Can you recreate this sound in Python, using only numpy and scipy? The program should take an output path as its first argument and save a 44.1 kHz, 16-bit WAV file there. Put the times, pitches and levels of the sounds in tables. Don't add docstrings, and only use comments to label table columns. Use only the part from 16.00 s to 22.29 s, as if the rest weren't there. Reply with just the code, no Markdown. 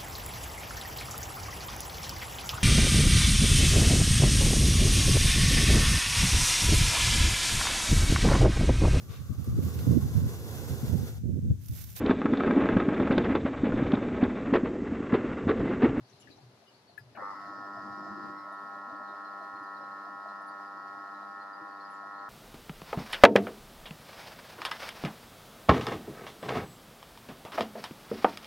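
import sys
import numpy as np
from scipy import signal
from scipy.fft import rfft, irfft
from scipy.io import wavfile

SR = 44100
rng = np.random.default_rng(int(sys.argv[2]) if len(sys.argv) > 2 else 0)


def to_wav(s):
    ch = np.atleast_2d(s).T
    pcm = np.round(np.clip(ch, -1, 1) * 32767)
    wavfile.write(sys.argv[1], SR, pcm.astype(np.int16))


N = 277389
TIME = np.arange(N) / SR
FREQ = np.arange(N // 2 + 1) * SR / N


def undb(db):
    return 10 ** (np.asarray(db) / 20)


def unit(x):
    return x / np.sqrt(np.mean(x ** 2))


def pan(db):
    return undb(np.array([[db], [-db]]) / 2)


def walk(rate_hz):
    return unit(irfft(rfft(rng.standard_normal(N)) * np.exp(-(FREQ / rate_hz) ** 2), N))


def spell(start, attack, hold, release):
    return np.interp(TIME, start + np.cumsum([0, attack, hold, release]), [0, 1, 1, 0])


def noise(points, alike_hz):
    hz, *sides = np.transpose(points)
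    gain = undb([np.interp(np.log(FREQ + 1), np.log(hz), db) for db in sides])
    likeness = .9 / (1 + (FREQ / alike_hz) ** 4)
    mid, side = rfft(rng.standard_normal((2, N)))
    common = mid * np.sqrt(1 + likeness)
    opposed = np.array([[1], [-1]]) * side * np.sqrt(1 - likeness)
    return irfft((common + opposed) * gain, N) * np.sqrt(SR / 4)


def bursts(rows, spread, alike, left_db, count=8, glide=0):
    out = np.zeros((2, N))
    for s, db, hz, length in rows:
        start = int(s * SR)
        t = TIME[:min(N - start, int(5 * length * SR) + 2)]
        partials = hz * (1 + spread * rng.standard_normal((count, 1)))
        phases = rng.uniform(0, 2 * np.pi, (count, 1))
        phases = phases + (1 - alike) * np.pi * rng.standard_normal((2, count, 1))
        age = 2 * t / length
        shape = age * np.exp(1 - age)
        glided = np.cumsum(1 + glide * (age - 1) / 2) / SR
        ring = np.sin(2 * np.pi * partials * glided + phases).sum(1) * shape
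        out[:, start:start + len(t)] += undb(db) * unit(ring) * np.sqrt(np.mean(shape ** 2) / 2)
    return out * pan(left_db)


def swarm(level_db, low_hz, high_hz, length_s, spread_db, count):
    late, pitch, size, last = rng.random((count, 4)).T
    when = (np.arange(count) + late) / count
    db = np.broadcast_to(level_db, N)[(when * (N - 1)).astype(int)] + spread_db * (2 * size - 1)
    hz = low_hz * (high_hz / low_hz) ** pitch
    return np.transpose([when * (N - SR // 50) / SR, db, hz, length_s * (.5 + last)])


ON_S, SPIN_UP_S = 1.163, 0.013
RUSH_S, RUSH_PEAK_S, RUSH_OPEN_S, RUSH_FALL_S = 1.23, 2.293, 0.021, 0.17


def air_flow():
    rush = spell(RUSH_S, RUSH_OPEN_S, RUSH_PEAK_S - RUSH_S - RUSH_OPEN_S, RUSH_FALL_S)
    swell = spell(RUSH_S, RUSH_PEAK_S - RUSH_S, 0, RUSH_FALL_S)
    excess = np.exp(-np.maximum(TIME - ON_S, 0) / 2.2)
    gurgle_db = -62 + 11.5 * swell + 5 * excess
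    hiss_db = -74.5 + 7.5 * rush
    return rush, gurgle_db, hiss_db


# f/Hz, relative level/dB per Hz
ROOM_SPECTRUM = [(25, -43), (60, -47), (125, -25), (200, -1.5), (350, -9), (395, 3), (450, -7), (650, -2.5),
                 (1280, -10), (3300, -16.5), (4300, -13.5), (8500, -29.5), (10900, -25), (15000, -42)]


def room_air():
    sway_db = .6 * walk(6)
    return unit(noise(ROOM_SPECTRUM, 990)) * undb(-62.5 + sway_db) * pan(2.9)


def rumble(rush):
    handling = spell(0, 0, 0.53, 0.11)
    lingering = (1 - handling) * spell(0, 0, RUSH_S, RUSH_OPEN_S)
    shake = undb(-64) * handling + undb(-66.5) * lingering + undb(-64.5) * rush
    # f/Hz, relative level/dB per Hz
    spectrum = [(20, -22), (55, -19.5), (115, 6.0), (170, -4.5), (280, -1.5), (500, -11.5), (1200, -58)]
    return unit(noise(spectrum, 900)) * shake * undb(-1.5 + 3.9 * walk(7.8))


def rustle():
    # f/Hz, relative level/dB per Hz
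    spectrum = [(500, -12), (1000, -4), (3000, 1), (4300, 3), (5900, 1), (7500, -8), (13500, -15), (15000, -35)]
    level = undb(-71.5) * spell(0, 0.097, 0.22, 0.7)
    return unit(noise(spectrum, 900)) * level * undb(2.8 * walk(14)) * pan(5)


def flecks():
    return bursts(swarm(-74, 3800, 5100, 0.022, 8.5, count=190), 0.02, 0.48, 2)


# t/s, level/dB, length/s
BUMP_ROWS = [(.005, -49.5, 0.029), (.135, -55.5, 0.02), (.405, -53, 0.054), (.46, -52.5, 0.024),
             (1.005, -51, 0.047)]


def bumps():
    boom_hz = 126.5
    return bursts([(s, db, boom_hz, length) for s, db, length in BUMP_ROWS], 0.033, 0.98, 1.1)


# t/s, level/dB, f/Hz, length/s
SCRATCH_ROWS = [(.095, -66, 5900, .016), (.12, -66, 3950, .02), (.2, -68, 3050, 0.033),
                (.21, -65, 5700, .02), (.272, -53.5, 1740, 0.011), (.285, -67, 2450, .022),
                (.3, -62, 4400, 0.027), (.36, -69, 5750, 0.016), (.41, -68, 4450, 0.017)]


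def scratches():
    return bursts(SCRATCH_ROWS, 0.056, 0.53, 11, count=40)


# t/s, level/dB before a common 2.5 dB lift, f/Hz
CHIRP_ROWS = [(0.13, -67, 4200), (.217, -64, 2840), (0.307, -61.5, 4020), (0.667, -63, 2940),
              (0.874, -64, 4380), (2.371, -68, 4140), (2.505, -73, 3770), (2.65, -73, 4750),
              (2.95, -74, 4550), (3.08, -68, 3800), (3.244, -63, 4200), (3.55, -69, 4290),
              (3.63, -69, 4850), (3.659, -70, 4130), (3.74, -68, 4360), (3.83, -70, 4150),
              (4.02, -73, 4130), (4.21, -79, 4090), (4.28, -66, 4080), (4.48, -67, 4700), (5.06, -73, 4230),
              (5.135, -67, 4050), (5.285, -73, 4730), (5.4, -66, 4200), (5.525, -65.5, 4760),
              (5.7, -70, 4400), (5.795, -64, 4300), (5.84, -64, 4820), (6.18, -66.5, 4450)]


def chirps():
    length_s = 0.032
    rows = [(*chirp, length_s) for chirp in CHIRP_ROWS]
    return undb(2.5) * bursts(rows, .022, 0.5, 6, glide=-.012)


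# t/s, level/dB, f/Hz, length/s
SIZZLE_ROWS = [(.197, -61, 7160, 0.015), (.2, -62.5, 10800, .018), (.976, -57, 11000, 0.0043),
               (1.158, -68, 12500, .004), (2.52, -69, 10600, .02), (3.63, -71, 10600, .01),
               (4.41, -73, 9300, .02), (4.465, -64.5, 10400, 0.021), (5.9, -66.5, 10400, 0.03),
               (5.93, -72, 7300, .03)]


def sizzles():
    return bursts(SIZZLE_ROWS, 0.031, 0.47, 0, count=80)


# t/s, level/dB, f/Hz
TAP_ROWS = [(.295, -53.5, 292), (.375, -55.5, 740), (.62, -60, 630), (.89, -56.5, 677)]


def taps():
    length_s = 0.018
    return bursts([(*tap, length_s) for tap in TAP_ROWS], 0.075, 0.77, 5.5)


# t/s, level/dB
SWITCH_SNAPS = [(.9775, -39), (0.981, -51)]
# f/Hz, level/dB against the snap, time to fall by 60 dB/s
PLASTIC_MODES = [(1390, -27, 0.22), (1668, -7, 0.056), (1708, 0.5, 0.053), (1950, -19, .07),
                 (2500, -21, .06)]


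def switch():
    # f/Hz, relative level/dB per Hz
    spectrum = [(500, -29), (1750, -18), (2800, -20), (6000, -29), (9500, -17), (14000, -18)]
    answer = unit(noise(spectrum, 800))
    out = 0
    for s, db in SWITCH_SNAPS:
        t = np.maximum(TIME - s, 0)
        ring = sum(undb(level - 60 * t / t60) * np.sin(2 * np.pi * hz * t) for hz, level, t60 in PLASTIC_MODES)
        onset = 1 - np.exp(-t / 0.0015)
        tail = answer * undb(-21 - 60 * t / 0.12)
        out = out + undb(db) * onset * (ring * pan(17.0) + tail)
    return out


# t/s, level/dB before a common 0.5 dB lift, f/Hz, length/s
JOLT_ROWS = [(1.149, -51, 730, 0.016), (1.149, -52.5, 1630, 0.02), (1.149, -57, 2410, 0.018),
             (1.171, -58, 205, 0.034), (1.172, -43, 1060, 0.004), (1.172, -50, 1830, .005),
             (1.18, -47.5, 601, 0.037), (1.19, -49, 1790, 0.027), (1.217, -43, 487, 0.015),
             (1.222, -49, 910, .016), (1.322, -46, 1060, 0.024)]


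def jolts():
    return undb(0.5) * bursts(JOLT_ROWS, 0.08, 0.85, 6.4, count=30)


STROKE_HZ = 99.9


def line_phase(k, contacts):
    f = k * STROKE_HZ
    response = 0
    for share, hz, width, db in contacts:
        delay = np.exp(-2j * np.pi * k * share)
        response = response + undb(db) * delay / (1 + 2j * (f - hz) / width)
    return np.angle(response)


# share of the cycle, ring f/Hz, width/Hz, relative level/dB
LOADED_CONTACTS = [(.89, 1250, 380, 0), (.28, 800, 400, -2), (.53, 1250, 440, -4), (.98, 1200, 750, -5)]
# multiple of the stroke rate,
# left level/dB, right level/dB, change while the armature is unseated/dB
LOADED_LINES = [(1, -84, -88, 0), (2, -69, -63, -3), (3, -61, -65, 1), (4, -67, -72, 0), (5, -66, -67, -3),
                (6, -63, -60.5, -2), (7, -67, -59.5, -3), (8, -52, -62.5, -13), (9, -61.5, -63.5, -5),
                (10, -50.4, -56.3, -4), (11, -47.3, -49.2, .5), (12, -58.5, -57.5, -7),
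                (13, -46.2, -45.2, -.7), (14, -52, -46.4, -3.5), (15, -78, -79, 10), (16, -82, -62, -5),
                (17, -60.5, -61.5, -10), (18, -56, -58, -4), (19, -61.5, -60.3, -3), (20, -104, -89, 0),
                (21, -82, -79, 8), (22, -87, -98, 8), (23, -94, -84, 0), (45, -86, -85, 0),
                (46, -83, -84, 0), (47, -86, -85, 0), (48, -85, -86, 0), (50, -86, -84, 0),
                (51, -86, -79, 0), (52, -88, -81, 4), (53, -83, -76, 4)]
# multiple, middle t/s, half length/s, level/dB
LINE_FADES = [(10, 5.2, .4, -3.5), (11, 5.5, .13, -3.5), (13, 5.72, .22, -2.5), (14, 5.83, .18, -3.5)]


def loaded_hum(cycle, unseated, drive, low, tone, whistle):
    out = np.zeros((2, N))
    for k, left, right, thinning_db in LOADED_LINES:
        gain = low if k <= 3 else tone if k == 8 else whistle if k > 40 else drive
        waver_db = (.4 if 10 <= k <= 14 else 3.2 if k > 40 else 1.7) * walk(12)
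        fade_db = sum(db * np.exp(-((TIME - s) / half) ** 2) for line, s, half, db in LINE_FADES if line == k)
        wander = undb(waver_db + fade_db + thinning_db * unseated)
        shift = (.08 if 8 <= k <= 14 else .35) * rng.standard_normal((2, 1))
        table_shift = (k < 8) * 1.3 * rng.standard_normal()
        phase = line_phase(k, LOADED_CONTACTS) + shift + table_shift
        out += undb([[left], [right]]) * gain * wander * np.cos(2 * np.pi * k * cycle + phase)
    return out


# share of the cycle, ring f/Hz, width/Hz, relative level/dB
LOOSE_CONTACTS = [(.72, 1250, 220, 0), (.54, 1230, 800, -5)]
# multiple of the stroke rate, relative level/dB
LOOSE_LINES = [(1, -26), (2, -17), (3, -17), (4, -20), (5, -18), (6, -15), (7, -22), (8, -8), (9, -6),
               (10, -9), (11, -2), (12, 0), (13, 0), (14, -9), (15, -15), (16, -22), (17, -23), (18, -14),
               (19, -25), (20, -19), (21, -24), (22, -33), (51, -33), (52, -28), (53, -29)]


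def loose_slap(cycle):
    out = np.zeros((2, N))
    for k, db in LOOSE_LINES:
        shift = (.15 if 11 <= k <= 13 else 1.5) * rng.standard_normal((2, 1))
        phase = line_phase(k, LOOSE_CONTACTS) + shift
        out += undb(db - 42.5) * np.cos(2 * np.pi * k * cycle + phase)
    return out


# f/Hz, left level/dB per Hz, right level/dB per Hz
RATTLE_SPECTRUM = [(243, -104, -104), (428, -107.5, -115), (640, -94, -93), (803, -78, -88),
                   (880, -80.5, -79), (970, -74, -79), (1384, -78.5, -81), (1730, -86.5, -100.5),
                   (1820, -77.5, -82), (1855, -79.5, -81), (2160, -110, -107), (3160, -122, -122)]


def housing_rattle(cycle, unrest_db):
    gate = .8 + .8 * np.cos(np.pi * (cycle - .91)) ** 12
    return noise(RATTLE_SPECTRUM, 1000) * gate * undb(-4.0 + unrest_db + 0.74 * walk(8.9))


# t/s, level/dB
BUZZ_COURSE = [(1.18, -48), (1.225, -44.5), (1.4, -44), (1.64, -44), (2.5, -44), (3.6, -44), (5.3, -45),
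               (5.9, -45), (6.1, -44.5), (6.29, -44.5)]
# start t/s, attack/s, hold/s, release/s
SWINGS_LOOSE = (1.206, .016, .088, .042)
# start t/s, attack/s, hold/s, release/s
NOT_SEATED = [(1.206, .016, .15, .25), (2.325, .05, .075, .04)]


def pump(running, gurgle_db, hiss_db):
    drive_db = np.interp(TIME, *np.transpose(BUZZ_COURSE)) + 46.0
    drive = undb(drive_db)
    start, attack, hold, _ = SWINGS_LOOSE
    slack = .92 * spell(*SWINGS_LOOSE)
    unseated = sum(spell(*shape) for shape in NOT_SEATED)
    chatter = spell(ON_S, 0, 0.02, 0.019)

    lead = .05 * spell(start, attack + hold, 0, .035)
    jitter = (.0005 + .003 * unseated) * walk(25) + .014 * chatter * walk(70)
    cycle = STROKE_HZ * TIME + .35 + lead + jitter

    low = undb(0.93 * (gurgle_db + 63))
    whistle = undb(hiss_db + 71)
    tone = undb(4.0 - 0.57 * drive_db + 1.0 * walk(40))
    sing = undb(-62 + 3.1 * walk(22)) * unseated * np.cos(2 * np.pi * 20 * cycle + .8 * walk(30))

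    loaded = loaded_hum(cycle, unseated, drive, low, tone, whistle) * (1 - slack)
    loose = drive * loose_slap(cycle) * slack
    unrest_db = 4.5 * chatter + 3.5 * slack + 1.5 * unseated
    return running * (loose + loaded + sing + housing_rattle(cycle, unrest_db))


# f/Hz, relative level/dB per Hz
PLUME_SPECTRUM = [(30, -47), (55, -45), (85, -30.5), (125, -9.5), (200, -20.5), (310, -2.5), (420, -11),
                  (700, -26), (1500, -76)]


def plume(rush, gurgle_db):
    lumps_db = 3.8 * walk(18)
    churn = unit(noise(PLUME_SPECTRUM, 320)) * undb(gurgle_db - 9.5 + lumps_db)
    gurgle = bursts(swarm(gurgle_db - 9.0, 174, 377, 0.0072, 1.5, count=150), 0.14, 0.7, 0)
    surge_db = gurgle_db - 7 - 30 * (1 - rush)
    surge = bursts(swarm(surge_db, 175, 365, 0.016, 6, count=260), 0.04, 0.8, 2.5, glide=.04)
    small_glugs = bursts(swarm(gurgle_db - 1.5, 280, 335, 0.02, 5, count=55), 0.03, .79, 2.9)
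    return churn + gurgle + surge + small_glugs


def surface_burble():
    clustering_db = 1.5 * walk(7)
    falter_db = -9 * spell(2.3, .04, .09, .02)
    level_db = -57.0 - 1.64 * (TIME - ON_S) + clustering_db + falter_db
    return bursts(swarm(level_db, 560, 770, 0.014, 6, count=440), 0.035, 0.84, 2.5, glide=.02)


# f/Hz, relative level/dB per Hz
STONE_SPECTRUM = [(2500, -44), (3600, -6), (4600, 1.5), (5300, 2.5), (5600, -2.5), (7500, -12),
                  (11000, -53), (14000, -63)]


def air_stone(hiss_db):
    sputter_db = 2.4 * walk(22)
    hiss = unit(noise(STONE_SPECTRUM, 1500)) * undb(hiss_db - 4.0 + sputter_db)
    fizz = bursts(swarm(hiss_db - 3, 4200, 5500, 0.011, 7, count=260), 0.015, 0.4, 0)
    return hiss + fizz


# t/s, level/dB before the ring's 2.5 dB cut, f/Hz
GLUG_ROWS = [(1.465, -46, 293), (1.556, -51, 303), (1.579, -50, 228), (1.629, -54, 330), (1.746, -52, 202),
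             (1.799, -52, 311), (1.849, -58, 328), (1.924, -52, 200), (2.048, -47, 301),
             (2.104, -41.5, 200), (2.11, -49, 338), (2.17, -44.5, 322), (2.225, -47, 308),
             (2.236, -49, 202), (2.285, -47, 339), (2.631, -50.5, 209), (2.739, -53, 299),
             (2.869, -50, 243), (2.918, -45, 297), (2.989, -51, 244), (3.532, -45, 304),
             (3.605, -45.5, 292), (4.068, -55, 310), (4.12, -56, 287), (4.75, -56, 300), (4.967, -51, 298),
             (5.612, -43.5, 300)]


def big_glugs():
    rings = bursts([(*glug, 0.024) for glug in GLUG_ROWS], 0.029, 0.89, 4.7, glide=0.044)
    thumps = bursts([(s, db - 16, 120, 0.014) for s, db, _ in GLUG_ROWS], 0.1, 0.98, 0)
    return undb(-2.5) * rings + thumps


# t/s, level/dB, f/Hz
PLOP_ROWS = [(1.53, -57, 630), (1.62, -53, 667), (1.752, -47, 678), (1.855, -57, 643), (1.955, -55, 653),
             (2.055, -49.5, 670), (2.47, -52, 613), (2.903, -48.5, 660), (3.0, -50, 607), (3.12, -54, 663),
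             (3.23, -53, 672), (3.4, -48, 659), (3.8, -53, 587), (4.049, -50, 670), (4.238, -48.5, 670),
             (4.28, -63, 675), (4.4, -52.5, 678), (5.206, -51, 696), (6.01, -51, 682)]


def surface_plops():
    length_s = 0.03
    return bursts([(*plop, length_s) for plop in PLOP_ROWS], 0.05, 0.98, 0.8)


def scene():
    running = np.clip((TIME - ON_S) / SPIN_UP_S, 0, 1) ** 2
    rush, gurgle_db, hiss_db = air_flow()
    room = room_air() + rumble(rush) + flecks() + chirps() + sizzles()
    handling = rustle() + bumps() + scratches() + taps()
    machine = switch() + jolts() + pump(running, gurgle_db, hiss_db)
    stream = running * (plume(rush, gurgle_db) + surface_burble() + air_stone(hiss_db))
    return room + handling + machine + stream + big_glugs() + surface_plops()


def record(dry):
    return signal.sosfilt(signal.ellip(8, .2, 70, 14600, fs=SR, output="sos"), dry)


dry = scene()
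out = record(dry)
to_wav(out)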